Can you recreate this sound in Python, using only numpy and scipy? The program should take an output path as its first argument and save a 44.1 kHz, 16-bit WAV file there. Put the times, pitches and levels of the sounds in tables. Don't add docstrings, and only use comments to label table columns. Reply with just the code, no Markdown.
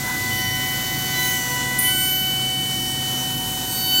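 import sys
import numpy as np
from scipy import signal
from scipy.fft import rfft, irfft
from scipy.io import wavfile
from scipy.ndimage import uniform_filter1d

SR = 44100
rng = np.random.default_rng(int(sys.argv[2]) if len(sys.argv) > 2 else 0)


def persist_wave(psi):
    counts = np.round(np.clip(psi, -1, 1) * 32767).astype(np.int16)
    wavfile.write(sys.argv[1], SR, np.atleast_2d(counts).T)


N = 176400

CUTS = [(.305, 1.387), (1.843, 4.2)]
# harmonic number, free-running level in dB, level of the cut's share in dB.
NEAR_HARMONICS = [(1, -40, -53), (5, -58.5, -50), (7, -58.5, -50), (8, -56, -50), (9, -60, -56),
                  (11, -61, -56), (12, -61, -54.5), (13, -64, -65), (15, -56, -54), (16, -52, -55),
                  (17, -60, -56), (18, -58, -50), (20, -56, -56)]
# time in seconds, levels of harmonics 2, 3 and 6 in dB before their lift.
OVERTONE_LEVELS = [(0.0, -46, -49, -55), (0.08, -43, -54, -57), (0.4, -45, -44, -40.5),
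                   (0.61, -43.5, -41.5, -47), (1.02, -41.5, -43.5, -41.5), (1.37, -38, -39, -48),
                   (1.43, -43, -51, -45), (1.77, -39.5, -55, -58), (1.84, -45, -40, -47),
                   (1.9, -33.5, -37.5, -40), (2.77, -54.5, -40.5, -44), (3.63, -47, -55, -49.5),
                   (3.92, -45, -44, -29), (4.0, -38.5, -52, -24)]
# time in seconds, level in dB before its lift.
FIRST_CUT_WHINE = [(0.36, -35), (0.492, -32.5), (1.008, -35), (1.35, -32)]
SECOND_CUT_WHINE = [(1.87, -25.5), (1.91, -25), (1.95, -27), (2.46, -27.5), (2.94, -31), (3.13, -30),
                    (3.79, -35.5), (3.95, -22), (4.0, -21.5)]
# peak time, rise and fall in seconds, centre and half-width in Hz, level in dB.
NEAR_SQUEALS = [(1.22, .08, .12, 12200, 600, -34), (1.27, .09, .1, 9780, 350, -37),
                (1.29, .07, .07, 15040, 450, -34), (1.86, .035, .06, 9700, 550, -26),
                (1.855, .035, .07, 12150, 650, -25.5), (2.03, .11, .1, 9000, 450, -29),
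                (1.97, .08, .11, 8100, 550, -34), (2.01, .08, .06, 13540, 450, -29.5),
                (2.02, .07, .08, 14900, 550, -36), (2.12, .12, .1, 12750, 450, -31),
                (2.13, .15, .22, 11900, 520, -30), (2.08, .15, .15, 6000, 1300, -41),
                (3.75, .06, .06, 8280, 400, -35), (3.8, .08, .08, 13540, 500, -32),
                (3.9, .22, .2, 12100, 900, -33), (3.86, .09, .07, 9000, 400, -36),
                (3.995, .05, .1, 7520, 450, -28), (3.98, .04, .1, 13540, 350, -31),
                (3.98, .08, .1, 15040, 450, -31), (3.9, .12, .15, 3760, 300, -39),
                (3.79, .05, .1, 4514, 300, -33)]
SLOW_SQUEALS = [(1.222, 0.072, 0.065, 3970, 259.3, -31), (1.26, .05, .08, 6450, 350, -35),
                (1.368, 0.09, 0.23, 5930, 277.8, -37), (1.332, .17, 0.59, 7260, 1060, -44),
                (1.618, 0.2, 0.12, 905, 354, -34), (1.66, 0.47, 0.26, 2970, 240, -32)]
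# time in seconds, strength in dB.
STRIKES = [(1.793, 0), (1.826, -14)]
# centre and half-width in Hz, level in dB at full strength.
STRIKE_MODES = [(9600, 900, -21.5), (12300, 810, -25), (14600, 890, -30)]
# time in seconds, level in dB.
SIDE_TONE_LEVEL = [(0.0, -57), (0.27, -57), (0.4, -39), (1.84, -48.5), (1.96, -51), (2.99, -41.5),
                   (3.97, -49), (4.0, -56)]
# time in seconds, turning rate in Hz.
SLOW_RATE = [(0, 502), (.15, 499.5), (.55, 499.2), (.8, 500.4), (1.07, 500.5), (1.25, 496.2), (1.45, 494.3),
             (1.6, 494.2), (1.72, 495.7), (1.85, 496), (1.97, 498.5), (2.4, 497)]
# time in seconds, level in dB before lift and fade.
SLOW_LEVEL = [(0.0, -36), (0.06, -30), (0.28, -29.5), (0.81, -33.5), (0.85, -41), (0.93, -31), (0.96, -33),
              (0.99, -42.5), (1.19, -27), (1.42, -32), (1.88, -28), (1.97, -47), (1.99, -36), (2.06, -43),
              (2.1, -59), (2.12, -46)]
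# harmonic number, relative level in dB.
SLOW_HARMONICS = [(1, -30), (2, -12), (3, -21.5), (4, 1.5), (5, -22.5), (6, -14), (7, -17), (8, -20.5),
                  (9, -24), (12, -19)]
# frequency in Hz, relative level in dB.
AIR_SPECTRUM = [(200, -13), (500, -3.5), (900, -1.5), (1300, -3.5), (2600, -5), (3300, -3.5), (4200, 0.5),
                (4900, -2.5), (5900, 0.5), (7200, 0.5), (9300, -1.5), (10400, -5.5), (11400, -0.5),
                (12400, 0), (14000, -1.5), (15800, -3.5)]
# time in seconds, gains of the low, middle and high band in dB.
AIR_BAND_GAINS = [(0, 0.5, 0.5, 0.5), (.4, 0, 0, 1.5), (.65, -0.5, -0.5, 0), (1.05, 1.5, -2, 1.5),
                  (1.35, 0.5, 1.5, 4.5), (1.6, 2, 2, 1), (2.0, -1.5, -1.5, -.5), (2.2, -2, -1.5, -1),
                  (2.45, 0, 4.5, -1.5), (2.8, 0, 5.5, -1), (3.4, 0.5, 2, 1), (3.75, -1, 2.5, 1),
                  (4, 0, 1, 1)]
# peak time and half-length in seconds, centre and half-width in Hz, level in dB.
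WHISTLES = [(.1, 0.038, 970, 60, -36), (0.107, 0.08, 1570, 300, -38), (.46, 0.17, 5700, 300, -36),
            (0.897, 0.56, 14000, 1300, -35), (1.25, 0.44, 6100, 600, -37), (2.85, 0.15, 5600, 450, -37),
            (3.2, 0.073, 5960, 400, -36), (3.802, 0.28, 6500, 500, -39.5), (3.6, 0.94, 940, 35, -45.5)]
# frequency in Hz, relative level in dB.
RUMBLE_SPECTRUM = [(20, -38), (35, -25), (60, -7), (90, -2.5), (140, 1), (190, -0.5), (250, -1),
                   (330, -2.5), (380, -5.5), (430, -13.5), (600, -16.5), (1200, -25)]
# frequency in Hz, level in dB, waver in dB.
MOTOR_HUMS = [(48.8, -48.5, 3), (106, -48, -2), (129.5, -37.5, 2.5), (250, -46.5, 2), (498.7, -54.5, 1)]
# peak time and half-length in seconds, frequency in Hz, level in dB.
HUM_SWELLS = [(.42, 0.26, 102, -35.5), (1.503, 0.29, 108, -41), (1.788, 0.23, 244.4, -42.5),
              (3.353, 0.23, 252, -38.5)]


def near_spindle(rate_hz=752.35, entry_s=.045, whine_lift_db=3.5):
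    t = np.arange(N) / SR
    angle = turning(rate_hz * (1 + .0002 * walk(14)))
    cutting = sum(np.clip(np.minimum(t - start, end - t) / entry_s + .5, 0, 1) for start, end in CUTS)
    blows = sum(undb(db) * strike(at) for at, db in STRIKES)
    squeals = [(swell(*row[:3]), *row[3:]) for row in NEAR_SQUEALS]
    struck_modes = [(blows, *mode) for mode in STRIKE_MODES]
    levels = resonate(rate_hz, squeals + struck_modes, count=20)
    for k, free_db, cut_db in NEAR_HARMONICS:
        levels[k] = np.hypot(levels[k], undb(free_db) + cutting * undb(cut_db))
    for column, (k, lift_db) in enumerate([(2, 2), (3, 0), (6, 2.5)], start=1):
        levels[k] = np.hypot(levels[k], undb(curve(OVERTONE_LEVELS, column) + lift_db))
    harmonics = 0
    for k, level in levels.items():
        flutter_db = 1.0 if k <= 6 else 1.3
        harmonics += level * undb(flutter_db * walk(21.83)) * tone(k * angle)
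    whine_db = curve(FIRST_CUT_WHINE + SECOND_CUT_WHINE) + whine_lift_db + .26 * walk(27)
    return harmonics + cutting * undb(whine_db) * tone(4 * angle)


def strike(at, rise_s=.0061, decay_s=.015):
    t = np.arange(N) / SR - at
    return np.exp(-np.minimum(np.where(t < 0, (t / rise_s) ** 2, t / decay_s), 50))


def resonate(rate_hz, resonances, count):
    levels = {k: np.zeros(N) for k in range(1, count + 1)}
    for envelope, hz, width, db in resonances:
        for k in levels:
            offset_hz = k * rate_hz - hz
            if abs(offset_hz) < 2 * np.pi * width:
                levels[k] += envelope * undb(db) / (1 + (offset_hz / width) ** 4)
    return levels


def side_tone(hz=1865, throb_hz=18.5):
    throb = np.sin(turning(np.full(N, throb_hz)))
    level = undb(curve(SIDE_TONE_LEVEL) + 2.3 * throb)
    return level * tone(turning(hz + .72 * walk(10)) + throb)


def slow_spindle(lift_db=1, fade_from_s=2.13, fade_db_per_s=32.5):
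    rate_hz = curve(SLOW_RATE)
    angle = turning(rate_hz * (1 + .00024 * walk(23.6)))
    squeals = [(swell(*row[:3]), *row[3:]) for row in SLOW_SQUEALS]
    levels = resonate(np.mean(rate_hz), squeals, count=18)
    fade_db = fade_db_per_s * np.maximum(np.arange(N) / SR - fade_from_s, 0)
    effort = undb(curve(SLOW_LEVEL) + lift_db - fade_db)
    squeal_only = [k for k in levels if k not in dict(SLOW_HARMONICS)]
    whine = sum(levels[k] * undb(1.3 * walk(26.2)) * tone(k * angle) for k in squeal_only)
    for k, db in SLOW_HARMONICS:
        flutter_db = .5 if db > -6 else 1.8
        level = np.hypot(levels[k], effort * undb(db))
        whine += level * undb(flutter_db * walk(18.48)) * tone(k * angle)
    return whine


def air_jet(base_db=-30, flicker_db=1.14, bands_hz=(7600, 8200, 10700)):
    hiss_spectrum = rfft(noise(colour(AIR_SPECTRUM)))
    freqs = np.arange(len(hiss_spectrum)) * SR / N
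    air = 0
    for column, weights in enumerate(np.eye(len(bands_hz)), start=1):
        band = irfft(hiss_spectrum * np.interp(freqs, bands_hz, weights), N)
        air += band * undb(base_db + curve(AIR_BAND_GAINS, column) + flicker_db * walk(16))
    for peak, half_length, hz, width, db in WHISTLES:
        whistle = noise(lambda f: 1 / (1 + ((f - hz) / width) ** 2))
        air += undb(db) * swell(peak, half_length, half_length) * whistle
    return air


def workshop(rumble_db=-33.5):
    def hum(hz):
        return tone(turning(hz * (1 + .008 * walk(9))))

    motors = sum(undb(db + waver_db * walk(5)) * hum(hz) for hz, db, waver_db in MOTOR_HUMS)
    swells = sum(undb(db) * swell(peak, half, half) * hum(hz) for peak, half, hz, db in HUM_SWELLS)
    return motors + swells + undb(rumble_db) * noise(colour(RUMBLE_SPECTRUM))


def undb(db):
    return 10 ** (np.asarray(db) / 20)


def curve(table, column=1):
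    rows = np.array(table)
    return np.interp(np.arange(N) / SR, rows[:, 0], rows[:, column])


def walk(rate_hz):
    step = max(int(SR / rate_hz), 1)
    held = np.repeat(rng.standard_normal(N // step + 6), step)
    start = 2 * step + int(rng.uniform() * step)
    return 1.277 * uniform_filter1d(uniform_filter1d(held, step), step)[start:start + N]


def noise(gain):
    freqs = np.arange(N // 2 + 1) * SR / N + 1e-9
    shaped = irfft(rfft(rng.standard_normal(N)) * gain(freqs), N)
    return shaped / np.std(shaped)


def colour(points):
    hz, db = np.array(points).T
    return lambda f: undb(np.interp(np.log(f), np.log(hz), db))


def swell(peak, rise, fall):
    t = np.arange(N) / SR - peak
    return np.exp(-np.minimum((t / np.where(t < 0, rise, fall)) ** 2, 50))


def turning(hz):
    return 2 * np.pi * np.cumsum(hz) / SR


def tone(angle):
    return np.sqrt(2) * np.sin(angle + rng.uniform(0, 2 * np.pi))


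def scene():
    mono = near_spindle() + side_tone() + slow_spindle() + air_jet() + workshop()
    return np.array([mono, mono])


def record(dry):
    return signal.sosfilt(signal.ellip(12, .1, 90, 15800, fs=SR, output="sos"), dry)


dry = scene()
out = record(dry)
persist_wave(out)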